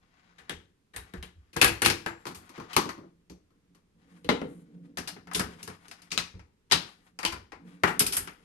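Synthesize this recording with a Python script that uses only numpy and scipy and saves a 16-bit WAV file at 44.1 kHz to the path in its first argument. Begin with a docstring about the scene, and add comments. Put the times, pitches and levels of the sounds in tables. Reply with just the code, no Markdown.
"""A chain-reaction machine on a wooden table in a small, quiet room, heard from a hand-held phone.
First a latch clicks and lets a paper banner drop (1.5 s); a small metal part pings. A beam tips over
(2.2 s), then a heavy ball rumbles down wooden tracks (4 s), round a bowl (4.9 s), onto a falling ramp
(6.6 s) and across a plastic gear (7.8 s). Every blow rings its part and shakes the table,
while axles and sliding parts scrape and hiss in between."""
import sys
import numpy as np
from scipy import signal
from scipy.fft import rfft, irfft
from scipy.io import wavfile

SR = 44100
rng = np.random.default_rng(int(sys.argv[2]) if len(sys.argv) > 2 else 0)


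def store_pcm(level_fs):
    """Save levels as 16-bit WAV."""
    pcm = np.round(np.clip(level_fs, -1, 1) * 32767).astype(np.int16)
    wavfile.write(sys.argv[1], SR, np.atleast_2d(pcm).T)


N = 372204
TIME = np.arange(N) / SR
BLOW_TIME = np.arange(int(.36 * SR), dtype=np.float32) / SR
BLOW_SAMPLES = .01 * SR  # a blow's level is its energy spread over this span

# borders of the five pitch ranges thump, body, knock, clack and tick: (frequency [Hz])
RANGE_EDGES_HZ = [35, 130, 600, 2200, 7000, 15000]
# the table top's modes, the tones it rings at when struck: (frequency [Hz], level [dB])
TABLE_TOP_MODES = [(41, -15.5), (65, 1), (78, -1.5), (93, 4), (118, -12.5)]


def undb(db):
    """Turn decibels into a gain."""
    return 10 ** (np.asarray(db) / 20)


def unit(x):
    """Scale to an energy of one in each channel."""
    return x / np.sqrt(np.sum(x ** 2, axis=-1, keepdims=True) + 1e-20)


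def level(x, db):
    """Scale to an average (rms) level."""
    return unit(x) * np.sqrt(N) * undb(db)


def band(x, lo_hz, hi_hz, order=3):
    """Keep the sound between two frequencies."""
    edges_hz = [lo_hz, min(hi_hz, SR / 2 - 1)]
    return signal.sosfilt(signal.butter(order, edges_hz, "band", fs=SR, output="sos"), x)


def colour(x, points):
    """Shape the tone by points of (frequency [Hz], gain [dB])."""
    hz, db = np.transpose(points)
    bins = np.maximum(np.fft.rfftfreq(N, 1 / SR), 1)
    return irfft(rfft(x) * undb(np.interp(np.log(bins), np.log(hz), db)), N)


def fade(t60_s):
    """A gain that dies away by 60 dB in t60_s seconds."""
    return np.exp(-np.minimum(np.log(1000) * BLOW_TIME / max(t60_s, 1e-3), 40))


def room_air():
    """The still room: faint noise, strongest in the bass."""
    # (frequency [Hz], relative level [dB])
    spectrum = [(25, 5.5), (200, -4), (400, -10.5), (700, -17), (2000, -22.5), (6000, -31), (15000, -37.5)]
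    return level(colour(rng.standard_normal((2, N)), spectrum), db=-68.5)


def echoes(count, t60_s, near_db, room_db, near_t60_s=.15, build_s=.00087, right_lag_s=.0003):
    """Stereo paths from several spots: direct sound, echoes off nearby parts, then off the walls."""
    near, walls = rng.standard_normal((2, count, 2, len(BLOW_TIME)), dtype=np.float32)
    build = 1 - np.exp(-BLOW_TIME / build_s)
    paths = undb(near_db) * near * unit(build * fade(near_t60_s))
    paths += undb(room_db) * walls * unit(build ** 2 * fade(t60_s))
    paths[:, 0, 0] += 1
    paths[:, 1, int(right_lag_s * SR)] += 1
    return paths


def bumps(per_s, spread_db):
    """Tiny contacts with the grain of the wood, smeared by the room."""
    contacts = (rng.random(N) < per_s / SR) * rng.standard_normal(N)
    contacts *= undb(spread_db * rng.standard_normal(N))
    path = echoes(count=1, t60_s=.35, near_db=2, room_db=-1)[0]
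    return signal.fftconvolve(contacts[None], path, axes=-1)[:, :N]


def wobble(per_s, depth_db):
    """A gain that wanders as the ball meets uneven wood."""
    times = np.arange(0, TIME[-1] + 1, 1 / per_s)
    return undb(depth_db * np.interp(TIME, times, rng.standard_normal(len(times))))


def movement(start, end, first_db, last_db, edge_s=.05):
    """Gain of one steady movement: it sets in, swells or fades evenly, and stops."""
    gate = np.clip(np.minimum(TIME - start, end - TIME) / edge_s + .5, 0, 1)
    return gate * undb(np.interp(TIME, [start, end], [first_db, last_db]))


def rolling_and_sliding():
    """The rolling ball makes the track rumble; axles and sliding parts scrape and hiss."""
    # the ball gains or loses speed: (start [s], end [s], first level [dB], last level [dB])
    runs = [(3.0, 3.445, -58.5, -79), (3.554, 3.88, -64, -73.5), (3.954, 4.287, -62.5, -53.5),
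            (4.289, 5.338, -49.5, -52.5), (5.35, 6.152, -51, -71.5), (6.793, 7.306, -75, -70.5),
            (7.58, 7.839, -51, -52), (7.85, 8.46, -50, -64.5)]
    # an axle turns or a part slides:
    # (start [s], end [s], first level [dB], last level [dB], hiss against scrape [dB])
    rubs = [(-.05, 0.52, -65.5, -57.5, -35), (0.972, 1.556, -60, -71.5, -19),
            (2.15, 2.518, -64, -54.5, -12.5), (2.52, 2.779, -55, -45.5, -23.5),
            (2.78, 3.12, -47.5, -73.5, -23.5), (3.995, 4.293, -73, -54, -12.5),
            (4.349, 4.645, -68.5, -68.5, -1.5), (5.5, 6.154, -52, -67, -14), (6.85, 7.113, -58, -65, -12),
            (7.65, 8.46, -58.5, -59.5, -13)]
    # the track's tones under the ball: (frequency [Hz], width [Hz], level [dB])
    track_tones = [(176, 6, 0), (228, 12, -13), (280, 12, -11), (460, 50, -22)]
    roll = sum(movement(*run) for run in runs)
    slide = sum(movement(*rub) for *rub, _ in rubs)
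    slide_hiss = sum(movement(*rub) * undb(hiss_db) for *rub, hiss_db in rubs)
    grain = rng.standard_normal(N)  # the wood passing under the ball
    rumble = sum(undb(db) * band(grain, hz - width / 2, hz + width / 2, order=1)
                 for hz, width, db in track_tones)
    rumble = band(rumble, 120, 520, order=2)
    scrape = colour(bumps(per_s=1800, spread_db=4.5),
                    [(300, -23.5), (700, 3.5), (1100, 3), (1900, 1), (4000, -10.5), (7000, -19),
                     (10000, -41)])
    hiss = band(bumps(per_s=2700, spread_db=2.5), 6500, 11500)
    # rolling also scrapes and hisses a little, and sliding rumbles a little
    scrape = level(scrape, -2.5) * np.hypot(slide, undb(-22) * roll)
    hiss = level(hiss, -6.5) * np.hypot(slide_hiss, undb(-36) * roll)
    rumble = level(rumble, -2) * np.hypot(roll, undb(-11.5) * slide)
    return rumble * wobble(per_s=21, depth_db=3) + (scrape + hiss) * wobble(per_s=28, depth_db=5)


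def metal_ping(start_s=2.062, hz=7450, db=-57, t60_s=.5):
    """A small metal part sings one thin, fading tone after the banner's last flap."""
    age = np.maximum(TIME - start_s, 0)
    return np.sin(2 * np.pi * hz * age) * np.exp(-np.log(1000) * age / t60_s) * undb(db)


def ring(modes, lo_hz, hi_hz, t60_at_1khz_s=.055, scatter_db=2, detune=.004):
    """A part's clear tones in one pitch range; high ones die sooner, and each blow mixes them anew."""
    out = np.zeros(len(BLOW_TIME))
    for (hz, db), (size, shift, side) in zip(modes, rng.standard_normal((len(modes), 3))):
        if lo_hz <= hz < hi_hz:
            swing = np.sin(float(2 * np.pi * hz * (1 + detune * shift)) * BLOW_TIME)
            tone = unit(swing * fade(t60_at_1khz_s * (1e3 / hz) ** .5))
            out += np.sign(side) * undb(db + scatter_db * size) * tone
    return unit(out)


def timbre(modes, width=.17, valley_db=-14):
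    """Gain per frequency of a part's many short-lived tones, which crowd round its clear ones."""
    bins = np.fft.rfftfreq(len(BLOW_TIME), 1 / SR)
    power = sum(undb(db) ** 2 / (1 + ((bins - hz) / (width * hz)) ** 2) for hz, db in modes)
    return np.sqrt((power + undb(valley_db) ** 2) / np.maximum(bins, RANGE_EDGES_HZ[0]))


def crack(gains, t60_s, path):
    """The crowded tones blur into a burst of noise that follows the energy of the echoes."""
    decay = np.exp(-2 * np.log(1000) / (max(t60_s, 1e-3) * SR))
    energy = signal.lfilter([1], [1, -decay], path ** 2)
    noise = irfft(rfft(rng.standard_normal(path.shape)) * gains, len(BLOW_TIME))
    return noise * np.sqrt(energy)


def table_thuds(t60_s=.11, rise_s=.019, modes_db=1.5):
    """A weight shifts or lands; the table top swings up slowly and booms into the room."""
    # (time [s], level [dB])
    thuds = [(0.963, -39), (1.167, -33), (1.354, -44), (1.644, -26), (1.68, -30.5), (1.86, -32.5),
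             (2.345, -47), (3.298, -48), (4.245, -41), (6.337, -36.5), (7.321, -38.5), (8.167, -38.5)]
    lo_hz, hi_hz = RANGE_EDGES_HZ[:2]
    paths = unit(echoes(count=len(thuds), t60_s=.35, near_db=-2, room_db=-4.5))
    swell = 1 - np.exp(-BLOW_TIME / rise_s)
    out = np.zeros((2, N + len(BLOW_TIME)))
    for (time_s, db), path in zip(thuds, paths):
        tones = ring(TABLE_TOP_MODES, lo_hz, hi_hz)
        tones = signal.fftconvolve(tones[None], path, axes=-1)[:, :len(BLOW_TIME)]
        noise = unit(band(crack(timbre(TABLE_TOP_MODES), t60_s, path), lo_hz, hi_hz))
        boom = unit((undb(modes_db) * tones + noise) * swell)
        start = int(time_s * SR)
        out[:, start:start + len(BLOW_TIME)] += boom * np.sqrt(BLOW_SAMPLES) * undb(db)
    return out[:, :N]


def struck_parts():
    """The parts in the order the chain reaches them; each rings with tones of its own."""
    # the modes of each part: (frequency [Hz], level [dB])
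    latch = [(179, -5), (362, -4.5), (476, -4.5), (789, 2), (1043, -2), (1750, 9), (2764, -5.5),
             (3244, -12), (3844, -4), (10083, 1)]
    banner = [(334, -10), (483, -10.5), (797, -12), (1018, -22.5), (1147, -15.5), (1306, -16.5), (1644, -6),
              (2048, -17), (2309, -21.5), (2590, -5), (4291, -10), (10706, -9)]
    beam = [(182, -8), (278, -10), (331, -3), (548, -25), (921, -3), (1064, 12.5), (1230, 9.5),
            (2391, -8.5), (4444, -4.5), (5111, -22), (5967, -8.5), (11425, -14)]
    track = [(182, 8), (280, 15), (331, -21.5), (483, 16.5), (842, 1), (998, -4), (1159, -21), (1367, 4),
             (2079, 0.5), (3040, 1.5), (4041, -16.5), (10760, -24)]
    bowl = [(179, -1.5), (250, -7.5), (420, -5.5), (703, -2), (1287, -2.5), (1466, -24), (1694, -2),
            (2848, 3.5), (3712, -7), (4985, 6.5), (10390, -2.5)]
    catch = [(176, -4.5), (1142, -19), (1287, -12.5), (2477, 9), (2848, -7.5), (3750, -33), (4742, 8),
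             (5762, 4.5), (6496, -11.5)]
    ramp = [(176, -9), (728, -27), (854, -12), (958, 0), (1165, -5.5), (1313, -2.5), (1612, -4.5),
            (3101, 12.5), (3496, 7.5), (4227, 4), (4718, 12.5), (9933, -5)]
    lip = [(331, -12), (854, -0.5), (1018, 5), (1170, -12), (2142, -7), (2391, 6.5), (3040, -8),
           (4227, -18), (4789, 6.5), (10600, -19)]
    gear = [(175, -4), (326, -14), (378, -0.5), (762, 2.5), (898, 6.5), (1033, -7), (1237, -15), (1387, 8),
            (1572, -32), (1853, 8), (2440, -46), (2820, -27)]
    spokes = [(398, -6), (1320, -3), (1480, -3), (2477, 15), (3070, 21.5), (4985, 22), (5648, -7),
              (8134, -19), (9449, -3), (10760, 22)]
    # (start [s], modes, thump passed to the table [dB], extra tick [dB])
    return [(0, latch, 9, -1), (1.5, banner, -1.5, .5), (2.2, beam, -7, -3.5), (4, track, -10, -2),
            (4.9, bowl, 5, 4.5), (6.1, catch, 5, -2.5), (6.6, ramp, -2.5, -.5), (7.1, lip, 8, 2.2),
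            (7.8, gear, -1, -7), (7.95, spokes, 3, 9.5)]


def contact(hz, cycles):
    """The struck spot itself swings a few times."""
    return unit(np.sin(2 * np.pi * hz * BLOW_TIME) * fade(cycles / hz))


def blows_in_range(index, gain_db, modes_db, crack_stretch, rise_s, t60_s, near_db, room_db,
                   contact_db=-3, contact_cycles=14, softness=.058):
    """One pitch range of every blow: a noisy crack and clear tones, with their echoes."""
    # (time [s], strength [dB], weight [dB], hardness [dB per octave],
    #  crack fade time before stretching [s], tone of the struck spot [Hz])
    blows = [(0.382, -47.5, -6.5, -3.1, 0.16, 2430), (0.4954, -32.5, -3, -0.8, 0.012, 3280),
             (0.935, -48, 0, -1.3, 0.2, 1820), (0.962, -41.5, -7.0, 3.5, 0.045, 1670),
             (1.137, -43.5, 8, -1.5, 0.018, 1590.0), (1.2267, -42.5, -1.5, 0.2, 0.022, 3200.0),
             (1.53, -55.0, 4.5, 1.7, 0.11, 2510.0), (1.5615, -35.5, 2.0, -7, 0.017, 830),
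             (1.5655, -31.0, 4, 0.2, 0.014, 925), (1.614, -14, -8.5, 0.17, 0.053, 2610),
             (1.628, -24.5, -7.0, 1.4, 0.012, 2500.0), (1.644, -20.5, -10.5, 2.0, 0.038, 2100),
             (1.676, -29.5, 0.0, 0.8, 0.084, 2500), (1.8188, -25, -0.5, 2, 0.04, 1660),
             (1.847, -27.0, -4.0, 2.8, 0.13, 2800), (1.8599, -17, -7, -0.15, 0.025, 2420),
             (1.9, -26.0, -1.5, 0.15, 0.024, 5100), (2.0618, -28, -3.5, -3, 0.017, 834),
             (2.2545, -39.5, 1.5, -0.8, 0.016, 1240), (2.267, -37, 1, 1.1, 0.066, 844),
             (2.313, -53.5, 4.0, 1.5, 0.025, 1160.0), (2.346, -54, 4.5, 6.5, 0.15, 1300.0),
             (2.492, -53.5, 4.5, 2.5, 0.053, 1310), (2.578, -45.5, 11.5, -2.5, 0.039, 1210),
             (2.599, -41.5, -1.5, -2.5, 0.052, 1230), (2.731, -42, -9.0, 2.5, 0.067, 3020),
             (2.7651, -18.5, -2.5, 1.56, 0.03, 1000), (2.855, -46.5, 15.0, 0, 0.032, 1030.0),
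             (2.891, -34.5, -9, -1, 0.021, 1860), (2.978, -54, 14.0, -2.2, 0.024, 750),
             (3.032, -59.5, 15.5, -8, 0.03, 1070), (3.298, -59.5, 19, 3.5, 0.035, 5985.0),
             (3.505, -72.5, 6.5, -1.2, 0.04, 1300.0), (3.748, -66, 4.5, 3, 0.044, 1790),
             (4.2452, -51, 14, 0.5, 0.017, 3980.0), (4.2902, -14.5, -3.5, -5.5, 0.018, 3880),
             (4.313, -31.5, 2, -10, 0.04, 930.0), (4.416, -36.5, 10, -5, 0.013, 724),
             (4.9718, -34.5, -6.5, -0.7, 0.036, 1750), (4.984, -38.5, 3, 0, 0.013, 5790.0),
             (5.074, -37.5, -14.0, 0.5, 0.066, 4300), (5.083, -42.5, -15, 0.5, 0.0088, 4270),
             (5.164, -49, 5.5, -15, 0.031, 740.0), (5.2717, -47.5, -4, -4.5, 0.024, 885.0),
             (5.3132, -38, -16.5, -6, 0.032, 974), (5.334, -57, -4.0, 6.5, 0.033, 4000.0),
             (5.346, -30.5, 1.5, 2, 0.13, 3630), (5.3953, -28, 2.5, 0, 0.017, 1520),
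             (5.629, -52, 5, 4, 0.025, 6410.0), (5.676, -41, 1.5, -0.7, 0.034, 1170),
             (5.7, -48, 1.0, -2, 0.01, 954), (5.8823, -56.5, 1.5, 1.2, 0.014, 6200),
             (5.913, -42.5, -16.5, -1.5, 0.017, 2670), (6.018, -55, -10.0, 0.3, 0.077, 2220.0),
             (6.105, -52.5, -10, 1, 0.036, 3900.0), (6.1161, -35.5, -1.5, 2.8, 0.096, 4700),
             (6.177, -24.5, -11, 1.1, 0.004, 3960), (6.338, -60.5, 17, -6.4, 0.095, 916),
             (6.3935, -53.5, -5.5, -2, 0.016, 866), (6.699, -54.5, -6, 0, 0.064, 2020),
             (6.7125, -22, -8.5, -1.5, 0.031, 3860), (6.7205, -17.0, -10.0, 0.6, 0.054, 4030),
             (7.189, -37.0, -14.5, -0.1, 0.021, 1300), (7.2304, -32.5, -19, -1.8, 0.026, 2150),
             (7.2507, -23.0, -9.5, -0.17, 0.014, 3000.0), (7.3209, -36.5, -4, -0.6, 0.082, 1400),
             (7.5198, -41.5, -4.5, -4.5, 0.029, 837), (7.8355, -16.5, -4.5, -2, 0.018, 1417),
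             (7.873, -26.5, -4.0, 0, 0.17, 880), (7.9938, -38, -10, 6, 0.025, 5170),
             (8.002, -25.5, -0.5, 0, 0.043, 5070), (8.0646, -36.0, -10, 2.5, 0.037, 5040),
             (8.1223, -34, -9.0, 1.5, 0.18, 5260), (8.1668, -35.5, -7.5, 3.4, 0.044, 1700),
             (8.274, -35.5, -10.0, -6, 0.022, 2860)]
    pivot_hz = 1150  # a harder contact adds treble above this pitch
    lo_hz, hi_hz = RANGE_EDGES_HZ[index:index + 2]
    octaves = np.log2(np.sqrt(lo_hz * hi_hz) / pivot_hz)
    paths = echoes(13, t60_s, near_db, room_db)  # the blows take turns among 13 spots
    parts = []
    for from_s, own_modes, thump_db, tick_db in struck_parts():
        modes = TABLE_TOP_MODES + own_modes
        parts.append((from_s, modes, timbre(modes), (thump_db, 0, 0, 0, tick_db)[index]))
    out = np.zeros((2, N + len(BLOW_TIME)))
    for k, (time_s, strength_db, weight_db, hardness, crack_s, contact_hz) in enumerate(blows):
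        _, modes, gains, part_db = [part for part in parts if part[0] <= time_s][-1]
        db = gain_db + part_db + strength_db
        # weight feeds the low ranges, hardness the high ones
        db += weight_db if hi_hz < pivot_hz else hardness * octaves
        path = unit(paths[k % len(paths)])
        tones = undb(modes_db) * ring(modes, lo_hz, hi_hz)
        if lo_hz <= contact_hz < hi_hz:
            tones += undb(contact_db) * contact(contact_hz, contact_cycles)
            db += 4.5  # the range in which the struck spot rings stands out
        tones = signal.fftconvolve(np.float32(tones[None]), np.float32(path), axes=-1)
        noise = unit(band(crack(gains, crack_stretch * crack_s, path), lo_hz, hi_hz))
        # heavy parts and long, soft contacts take a moment to start swinging
        swell = 1 - np.exp(-BLOW_TIME / (rise_s + softness * crack_s))
        blow = unit((tones[:, :len(BLOW_TIME)] + noise) * swell)
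        start = int(time_s * SR)
        out[:, start:start + len(BLOW_TIME)] += blow * np.sqrt(BLOW_SAMPLES) * undb(db)
    return out[:, :N]


def clatter():
    """The parts strike each other; the low ranges carry the weight, swell later and ring longer."""
    thump = blows_in_range(0, gain_db=-16, modes_db=1, crack_stretch=3, rise_s=.021,
                           t60_s=.35, near_db=-2.5, room_db=0)
    body = blows_in_range(1, gain_db=-1, modes_db=-1, crack_stretch=4, rise_s=.002,
                          t60_s=.36, near_db=-2, room_db=-3.5)
    knock = blows_in_range(2, gain_db=.8, modes_db=-6.5, crack_stretch=.7, rise_s=.00014,
                           t60_s=.33, near_db=-1, room_db=-4)
    clack = blows_in_range(3, gain_db=-1.1, modes_db=-8.5, crack_stretch=.5, rise_s=.0001,
                           t60_s=.33, near_db=-1, room_db=-5,
                           contact_db=-2.5, contact_cycles=20, softness=.011)
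    tick = blows_in_range(4, gain_db=-8.5, modes_db=-11, crack_stretch=1, rise_s=.0001,
                          t60_s=.3, near_db=-2.5, room_db=-11, softness=.018)
    return thump + body + knock + clack + tick


def scene(right_db=-8):
    """The machine, louder on the left, over the still air of the room."""
    machine = clatter() + table_thuds() + rolling_and_sliding() + metal_ping()
    return machine * undb([[0], [right_db]]) + room_air()


def record(dry, bass_hz=470, treble_hz=8400, top_hz=15900, bass_lag_s=.00043, bass_apart_db=-6):
    """The phone is stereo in the middle range; bass and treble reach both sides nearly alike."""
    # the microphone's tone: (frequency [Hz], gain [dB])
    microphone = [(25, -9.5), (42, -3.5), (85, -0.5), (120, -3), (175, 0.5), (440, 1.5), (630, -4),
                  (950, -1), (3200, 1), (4800, 1.5), (7000, 2.5), (8400, -0.5), (9500, 8), (10900, 3),
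                  (12000, 0), (13200, -19.5), (15600, -19)]
    left, right = rfft(colour(dry, microphone))
    hz = np.fft.rfftfreq(N, 1 / SR)
    bass = 1 / (1 + (hz / bass_hz) ** 12)
    treble = 1 - 1 / (1 + (hz / treble_hz) ** 24)
    # the right side gets the left's bass slightly late and its treble slightly early
    treble_lead_s = 11 / SR
    shared = np.sqrt(bass) * np.exp(-2j * np.pi * hz * bass_lag_s)
    shared += np.sqrt(treble) * np.exp(2j * np.pi * hz * treble_lead_s)
    apart = np.sqrt(np.clip(1 - bass - treble, 0, 1) + bass * undb(bass_apart_db) ** 2)
    stereo = irfft(np.array([left, shared * left + apart * right]), N)
    low_pass = signal.ellip(8, .2, 70, top_hz, fs=SR, output="sos")
    return signal.sosfilt(low_pass, np.clip(stereo, -.88, .88))


dry = scene()
out = record(dry)
store_pcm(out)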